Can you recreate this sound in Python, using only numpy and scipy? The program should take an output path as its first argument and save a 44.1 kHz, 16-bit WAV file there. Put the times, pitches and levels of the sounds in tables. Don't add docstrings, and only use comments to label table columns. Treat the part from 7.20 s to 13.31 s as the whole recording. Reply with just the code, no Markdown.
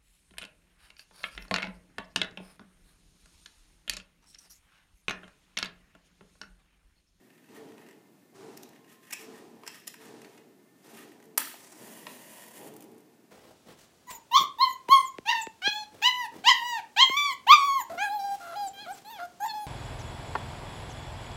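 import sys
import numpy as np
from scipy import signal
from scipy.fft import rfft, irfft
from scipy.io import wavfile
from scipy.ndimage import uniform_filter1d

SR = 44100
rng = np.random.default_rng(int(sys.argv[2]) if len(sys.argv) > 2 else 0)


def store_wav(level_fs):
    pcm = np.round(np.clip(np.atleast_2d(level_fs), -1, 1) * 32767)
    wavfile.write(sys.argv[1], SR, pcm.T.astype(np.int16))


N = 269362

# f/Hz, width/Hz, level/dB
GRIPPED_BOX_MODES = [(950, 90, -3.5), (1290, 130, 5), (1810, 260, 3)]


def undb(db):
    return 10 ** (np.asarray(db) / 20)


def unit(x):
    return x / np.sqrt(np.mean(x ** 2))


def walk(rate):
    step = int(SR / rate)
    stairs = np.repeat(rng.standard_normal(N // step + 1), step)
    return unit(uniform_filter1d(stairs, step)[:N])


def add(track, start, sound):
    i = int(start * SR)
    track[i:i + len(sound)] += sound[:N - i]


def colour(x, points, size=4096):
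    hz, db = np.transpose(points)
    f = np.maximum(np.arange(size // 2 + 1) * SR / size, 1)
    cepstrum = irfft(np.log(undb(np.interp(np.log(f), np.log(hz), db))))
    cepstrum[1:size // 2] *= 2
    cepstrum[size // 2 + 1:] = 0
    response = irfft(np.exp(rfft(cepstrum)))
    return signal.fftconvolve(x, response / np.linalg.norm(response))[:N]


def ring(x, modes):
    return sum(undb(db) * signal.lfilter(*signal.iirpeak(hz, hz / width, fs=SR), x)
               for hz, width, db in modes)


def grit(spread_db):
    size = np.minimum(rng.standard_normal(N), 2)
    return unit(rng.standard_normal(N) * undb(spread_db * size))


def swell(middle, half_length):
    return np.exp(-((np.arange(N) / SR - middle) / half_length) ** 2 / 2)


def envelope(start, attack, hold, release, sag):
    age = np.arange(N) / SR - start
    held = np.maximum(age - attack, 0)
    rise = np.clip(age / attack, 0, 1)
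    return rise * undb(-sag * np.minimum(held, hold)) * np.exp(-np.maximum(held - hold, 0) / release)


def scatter(start, end, per_s, db, spread_db):
    count = max(int((end - start) * per_s), 1)
    chance = rng.random((64, 2))[:count]
    return [(start + (end - start) * (k + when) / count, db + spread_db * (2 * size - 1))
            for k, (when, size) in enumerate(chance)]


def house():
    # f/Hz, level/dB
    murmur_tone = [(18, -86), (30, -76.5), (111, -10.5), (237, -3.5), (359, -4.5), (443, -11), (505, -16),
                   (639, -14.5), (1170, -23), (1820, -25.5), (2180, -28), (2620, -25.5), (2990, -29),
                   (15500, -31.5)]
    # f/Hz, width/Hz, level/dB
    motor_modes = [(451, 3.45, -19), (1450, 12, -3), (1790, 7.4, 9), (2088, 17, 1.5), (2160, 14.7, -7)]
    whine = unit(ring(rng.standard_normal(N), motor_modes))
    murmur = colour(rng.standard_normal(N), murmur_tone)
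    return undb(-61.5) * murmur + undb(-77.5) * whine


def rubs():
    # middle t/s, level/dB, half length/s, wall ring/dB
    slides = [(0.2, -71.5, 0.19, 13.5), (0.364, -55.5, 0.016, 10), (0.615, -62.5, 0.025, 13),
              (.686, -64, 0.018, 17.5), (1.558, -66, 0.011, 17), (1.717, -56, 0.027, 7),
              (1.865, -58, 0.03, 8), (2.015, -50.5, 0.028, -2), (2.166, -59.5, 0.029, 13.5),
              (2.54, -56, 0.071, 8), (2.84, -56.5, 0.035, 9), (3.05, -65, .018, 9), (3.14, -63.5, 0.035, 5),
              (3.744, -54.5, 0.082, -5), (3.801, -56.5, 0.022, 15.5)]
    # f/Hz, level/dB
    rub_tone = [(500, -8), (1300, -2.5), (2600, 6), (4000, -1), (7000, 1.5), (12000, 2), (15500, -3)]
    # f/Hz, width/Hz, level/dB
    wall_modes = [(1296, 150, -4), (1813, 260, 2), (2550, 130, -19)]
    fibres = grit(spread_db=4.5) * unit(undb(2.2 * walk(170)))
    on_surface, on_wall = np.zeros(N), np.zeros(N)
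    for middle, db, half_length, wall_db in slides:
        pressure = undb(db) * swell(middle, half_length)
        on_surface += pressure
        on_wall += undb(wall_db) * pressure
    friction = colour(fibres * on_surface, rub_tone)
    return undb(-4) * friction + undb(-1) * ring(fibres * on_wall, wall_modes)


def contacts(hits, tone, box_modes, scuff, drag_share, body_db):
    # multiple of its pitch, width/Hz, level/dB
    stick_modes = [(1, 620, 4), (1.39, 990, -1.5)]
    edge, body, sticks = np.zeros(N), np.zeros(N), np.zeros(N)
    snap = SR // 40
    t = np.arange(-snap, snap) / SR
    for when, db, length, box_db, tilt_db, stick_hz, stick_db in hits:
        fade_s = np.where(t < 0, drag_share * length, length)
        push = scuff * rng.standard_normal(len(t)) * np.exp(-np.abs(t) / fade_s)
        push[snap] = 1
        grip = 1 + 0.027 * rng.uniform(-0.74, 1)
        box = [(hz * grip, width, level + tilt_db * np.log2(hz / 1900)) for hz, width, level in box_modes]
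        stick = [(stick_hz * ratio, width, level) for ratio, width, level in stick_modes]
        add(edge, when + t[0], undb(db) * push)
        add(body, when + t[0], undb(db + box_db) * ring(push, box))
        add(sticks, when + t[0], undb(db + stick_db) * ring(push, stick))
    return colour(edge, tone) + undb(body_db) * body + sticks


def clicks():
    # t/s, level/dB, scuff length/s, box ring/dB, box treble tilt/(dB per octave), stick f/Hz, stick ring/dB
    snaps = [(.581, -50.5, 0.0014, 12, -6, 5600, -5), (.665, -52, 0.0018, 9, -7, 5400, -4),
             (.688, -50.5, 0.0017, 11, -10, 5400, -4), (.711, -47, .0012, 4, -9, 5200, -1),
             (1.3748, -28, .0013, -15, -8, 5600, -13), (1.433, -31.5, 0.0023, -16, -8, 4750, -14),
             (1.491, -42.5, .002, -14, 0, 4750, 1), (1.909, -33, 0.0043, -0.5, -4, 6700, -4),
             (1.928, -26, 0.0018, -7, 4, 5400, 2), (1.9321, -20.5, 0.0011, -8, 8, 5450, 4),
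             (1.9359, -25, 0.0015, -12, 5, 7000, 7.5), (2.4657, -41.5, 0.0021, 5, 6, 5400, 13),
             (2.4774, -31.5, .0026, 6, -5, 5170, 11.5), (2.545, -45, 0.0026, 9.5, -7, 5600, 3),
             (2.6, -45, 0.0019, -6, 0, 8900, 7), (2.6776, -22.5, 0.0022, -10, 12, 7100, 1.5),
             (2.742, -36, 0.0015, 3.5, -7, 5600, 1), (3.018, -45.5, .0018, 4, 5, 5500, 11),
             (3.047, -53, 0.0042, 9, 13, 4300, 8), (3.178, -51, 0.0044, 7, 3, 4600, 1),
             (3.919, -50, .002, 7, 0, 5500, -6), (4.002, -50.5, .0015, 6.5, -5.5, 5600, 0),
             (4.027, -50, .0015, 7, -2, 4600, -2)]
    # from t/s, to t/s
    handling = [(.05, 0.74), (1.45, 1.7), (2.5, 3.2), (3.85, 3.96)]
    # f/Hz, level/dB
    click_tone = [(150, -20), (600, -2), (1200, -5.5), (3700, -2), (5500, 0.5), (7200, 3), (8800, 0),
                  (12500, 1.2), (15500, 0)]
    # f/Hz, width/Hz, level/dB
    loose_box_modes = [(980, 74, -6), (1656, 160, -4), (1970, 330, 2.5), (2554, 380, -1),
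                       (3180, 1200, -20.5)]
    lead_s, stretch, firm_db = 0.0042, 2.75, -17.5
    catches = [(when - lead_s, db - 8 + 0.5 * (db - firm_db), length * stretch, *timbre)
               for when, db, length, *timbre in snaps]
    ticks = [(when, db, 0.003, 9.5, 0, 6000, -1)
             for start, end in handling
             for when, db in scatter(start, end, per_s=14, db=-58.5, spread_db=-0.5)]
    hits = snaps + catches + ticks
    box = undb(-3) * contacts(hits, click_tone, loose_box_modes, scuff=0.46, drag_share=0.38, body_db=10)
    bass_cut = signal.butter(2, 590, "high", fs=SR, output="sos")
    return signal.sosfilt(bass_cut, box)


def washer():
    # t/s, heave/dB, splash/dB, sag of the heave/(dB per s)
    strokes = [(0.287, -48.5, -64, 29.5), (1.137, -47.5, -59, 32), (1.979, -49, -60, 24),
               (2.791, -49.5, -59, 26.5), (3.627, -52, -61.5, 17), (4.5, -53.5, -64.5, 17),
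               (5.345, -47, -77, 31.5)]
    # f/Hz, level/dB
    slosh_tone = [(50, -25.5), (85, -27), (115, -7.5), (220, -6), (300, 0.5), (430, -3.5), (540, -8.5),
                  (800, -10), (1200, -22.5), (2500, -25), (8000, -42.5)]
    splash_tone = [(400, -7), (900, 7.5), (2500, -2), (5000, -3), (9000, -6.5), (11000, -12.5),
                   (15000, -24)]
    # f/Hz, width/Hz, level/dB
    tub_modes = [(226.2, 41, -2.5), (302, 39, -3.5), (387.6, 19.5, -1), (437.6, 15, 0.4), (672, 36, -8),
                 (804, 28, -5), (936, 22, -8)]
    t = np.arange(N) / SR
    water = rng.standard_normal(N) * undb(0.7 * walk(24.98))
    hollow = unit(ring(ring(water, tub_modes), tub_modes))
    slosh = unit(unit(colour(water, slosh_tone)) + undb(-2.5) * hollow)
    heave, spray = np.zeros(N), np.zeros(N)
    for when, heave_db, splash_db, sag in strokes:
        heave += undb(heave_db) * envelope(when - 0.029, attack=0.14, hold=0.36, release=0.14, sag=sag)
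        onset = np.clip((t - when) / 0.019, 0, 1)
        spray += undb(splash_db) * onset * np.exp(-((t - when - 0.09) / 0.26) ** 2)
    return heave * slosh + spray * colour(grit(spread_db=6.5), splash_tone)


def whistle():
    middle_s, pitch_hz, fall_hz_per_s = 1.9, 1042, 72
    age = np.arange(N) / SR - middle_s
    phase = 2 * np.pi * (pitch_hz * age - fall_hz_per_s * age ** 2 / 2) + 0.5 * walk(30)
    return undb(-67.5 + 2 * walk(20)) * swell(middle_s, half_length=0.4) * np.sin(phase)


def knocks():
    # t/s, level/dB, f/Hz
    judders = [(1.906, -38, 2480), (1.925, -33, 2690), (1.9283, -30.5, 2370), (1.936, -29, 2570)]
    # t/s, level/dB, share of the full ring time
    bumps = [(2.435, -37, 0.42), (2.743, -47, .5), (4.8683, -30, 0.89)]
    # f/Hz, level/dB, ring time/s
    bump_modes = [(604, -14.5, 0.021), (970, -7, 0.0078), (1122, -3, 0.0084), (1340, -11, 0.0071),
                  (1865, -5, 0.0034), (2250, -8, .003), (2790, -5, 0.0028), (4100, -11, .003),
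                  (5000, -11, .003)]
    # t/s, level/dB, f/Hz
    pops = [(4.217, -25, 1510), (4.249, -34, 1500), (4.273, -30.5, 1370), (4.316, -33, 1710),
            (4.342, -31.5, 760)]
    pop_ring_s, judder_ring_s = 0.0018, 0.0042
    notes = [(when, db + mode_db, hz, share * ring_s)
             for when, db, share in bumps for hz, mode_db, ring_s in bump_modes]
    notes += [(*pop, pop_ring_s) for pop in pops]
    notes += [(*judder, judder_ring_s) for judder in judders]
    track, t = np.zeros(N), np.arange(SR // 2) / SR
    for when, db, hz, ring_s in notes:
        noise = signal.lfilter(*signal.iirpeak(hz, 1.3, fs=SR), rng.standard_normal(len(t)))
        rattle = unit(noise) * np.exp(-t / 0.0044)
        tone = np.sin(2 * np.pi * (hz * t + rng.random()))
        add(track, when, undb(db) * np.exp(-t / ring_s) * (0.51 * tone + 0.26 * rattle))
    return track


def strike():
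    # t/s, level/dB, scuff length/s, box ring/dB, box treble tilt/(dB per octave), stick f/Hz, stick ring/dB
    snaps = [(4.1764, -6.5, 0.0011, 0, 3, 4700, -6.5), (4.1794, -0.5, 0.00054, -7, -0.5, 9000, -13),
             (4.1801, -9.5, 0.0041, -6.5, 19, 9200, -2)]
    # f/Hz, level/dB
    crack_tone = [(80, -47), (250, -13.5), (600, -9.5), (1500, -2), (3500, -6), (6000, -3.5), (8500, 0),
                  (13500, 3.5), (15500, 0)]
    crack = contacts(snaps, crack_tone, GRIPPED_BOX_MODES, scuff=0.15, drag_share=0.067, body_db=-2.5)
    return undb(3) * crack


def ignition():
    # middle t/s, level/dB, half length/s
    spits = [(4.445, -57, 0.005), (4.473, -61, 0.004), (4.523, -54.5, 0.004)]
    # f/Hz, level/dB
    fizz_tone = [(80, -37), (250, 7), (700, -11), (1500, -9.5), (2250, -4), (3200, -2), (6000, -7.5),
                 (8500, 1), (13500, -0.5), (15300, 1.5), (17000, -10)]
    smoulder_tone = [(80, -24), (300, 7.5), (950, 6), (1300, -1), (1900, 3), (3400, -8.5), (5300, 0),
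                     (8000, 2), (10400, 1), (11800, -7), (15000, -5)]
    rasp = undb(1.8 * walk(260))
    chatter = unit(undb(3.5 * walk(140)))
    flash = undb(-38) * envelope(4.191, attack=0.009, hold=0.0059, release=0.0046, sag=0)
    fizz = undb(-45) * envelope(4.178, attack=0.0046, hold=0.1, release=0.067, sag=29)
    burst = grit(spread_db=3.5) * rasp * (flash + fizz)
    box = undb(2.5) * ring(burst * chatter, GRIPPED_BOX_MODES)
    glow = undb(-57) * envelope(4.36, attack=0.05, hold=0.16, release=0.1, sag=8) * undb(1.5 * walk(150))
    spitting = sum(undb(db) * swell(middle, half_length) for middle, db, half_length in spits)
    smoulder = colour(grit(spread_db=5.5) * (glow + spitting), smoulder_tone)
    return colour(burst, fizz_tone) + box + smoulder


def flare():
    # f/Hz, level/dB
    hiss_tone = [(200, -15), (450, 4), (620, 11), (780, 5.5), (950, 9.5), (1350, -2.5), (1650, 3),
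                 (1880, 8), (2200, -0.5), (2850, 3.5), (4100, -6.5), (4550, -2), (5000, -4), (6500, -1.5),
                 (7350, 2.5), (7950, -1.5), (8700, 3), (9200, 1), (9950, 3.5), (11000, 1), (15500, -1.5)]
    roar_tone = [(85, -38), (130, -13), (230, 2), (330, -11.5), (1000, -31)]
    burning_out = envelope(5.2, attack=0.079, hold=1, release=1, sag=0)
    sputter = undb((1.1 + 1.5 * burning_out) * walk(110) + 0.8 * walk(35))
    blaze = undb(-51) * envelope(4.545, attack=0.11, hold=0.78, release=0.085, sag=4.2)
    draught = undb(-52) * envelope(4.55, attack=0.088, hold=1.4, release=0.1, sag=16)
    hiss = colour(grit(spread_db=6) * blaze * sputter, hiss_tone)
    roar = draught * colour(rng.standard_normal(N), roar_tone)
    return hiss + roar


def crackles():
    # t/s, level/dB
    loud = [(5.3572, -39), (5.3917, -33), (5.474, -32.5), (5.539, -37), (5.5652, -31.5), (5.6066, -33.5),
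            (5.624, -32), (5.642, -38.5), (5.717, -45), (5.745, -48), (5.7815, -42), (5.8052, -45)]
    faint = scatter(3.9, 5.6, per_s=14, db=-45, spread_db=6)
    track, t = np.zeros(N), np.arange(SR // 20) / SR
    for when, db in loud + faint:
        puff = 0.13 * rng.standard_normal(len(t)) * np.exp(-t / 0.0044)
        puff[0] = 1
        add(track, when, undb(db) * puff)
    return colour(track, [(1000, -7), (4500, -10), (9500, -2), (15000, -4.5), (17000, -24)])


def wick():
    # f/Hz, level/dB
    whoosh_tone = [(85, -40), (150, -3), (240, 1), (310, -4.5), (430, 4), (560, -4), (1000, -16),
                   (2500, -37)]
    return undb(-51.5) * swell(5.48, half_length=0.06) * colour(rng.standard_normal(N), whoosh_tone)


def room(x, tail_db, echo_s, echo_db, build_s):
    # f/Hz, time to fade by 60 dB/s, level/dB
    bands = [(250, 0.64, -11), (700, 0.29, 2), (1500, 0.41, -1.5), (3060, 0.53, 1.5), (5900, 0.57, -3.5),
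             (10000, 0.33, -6.5), (14000, 0.38, -4.5)]
    t = np.arange(SR * 3 // 4) / SR
    f = np.maximum(np.fft.rfftfreq(len(t), 1 / SR), 1)
    noise = rfft(rng.standard_normal(len(t)))
    centres = np.log([row[0] for row in bands])
    response = np.zeros(len(t))
    for (_, fade_s, db), share in zip(bands, np.eye(len(bands))):
        band = irfft(noise * np.interp(np.log(f), centres, share), len(t))
        response += undb(db + tail_db) * band * np.exp(-np.log(1000) * t / fade_s)
    response *= 1 - np.exp(-t / build_s)
    add(response, echo_s, undb([echo_db]))
    return x + signal.fftconvolve(x, response)[:N]


def scene():
    behind = washer() + house() + whistle()
    matchbox = strike() + knocks() + rubs() + ignition() + clicks()
    hands = room(matchbox, tail_db=-35, echo_s=0.0032, echo_db=-9.5, build_s=0.0022)
    flame = room(flare() + crackles(), tail_db=-35.5, echo_s=0.0021, echo_db=-16, build_s=0.0024)
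    return (hands + flame + wick() + behind)[None]


def record(dry):
    low_hz, top_hz = 93, 15450
    thin = signal.sosfilt(signal.butter(2, low_hz, "high", fs=SR, output="sos"), dry)
    return signal.sosfilt(signal.ellip(10, 0.2, 70, top_hz, fs=SR, output="sos"), thin)


dry = scene()
out = record(dry)
store_wav(out)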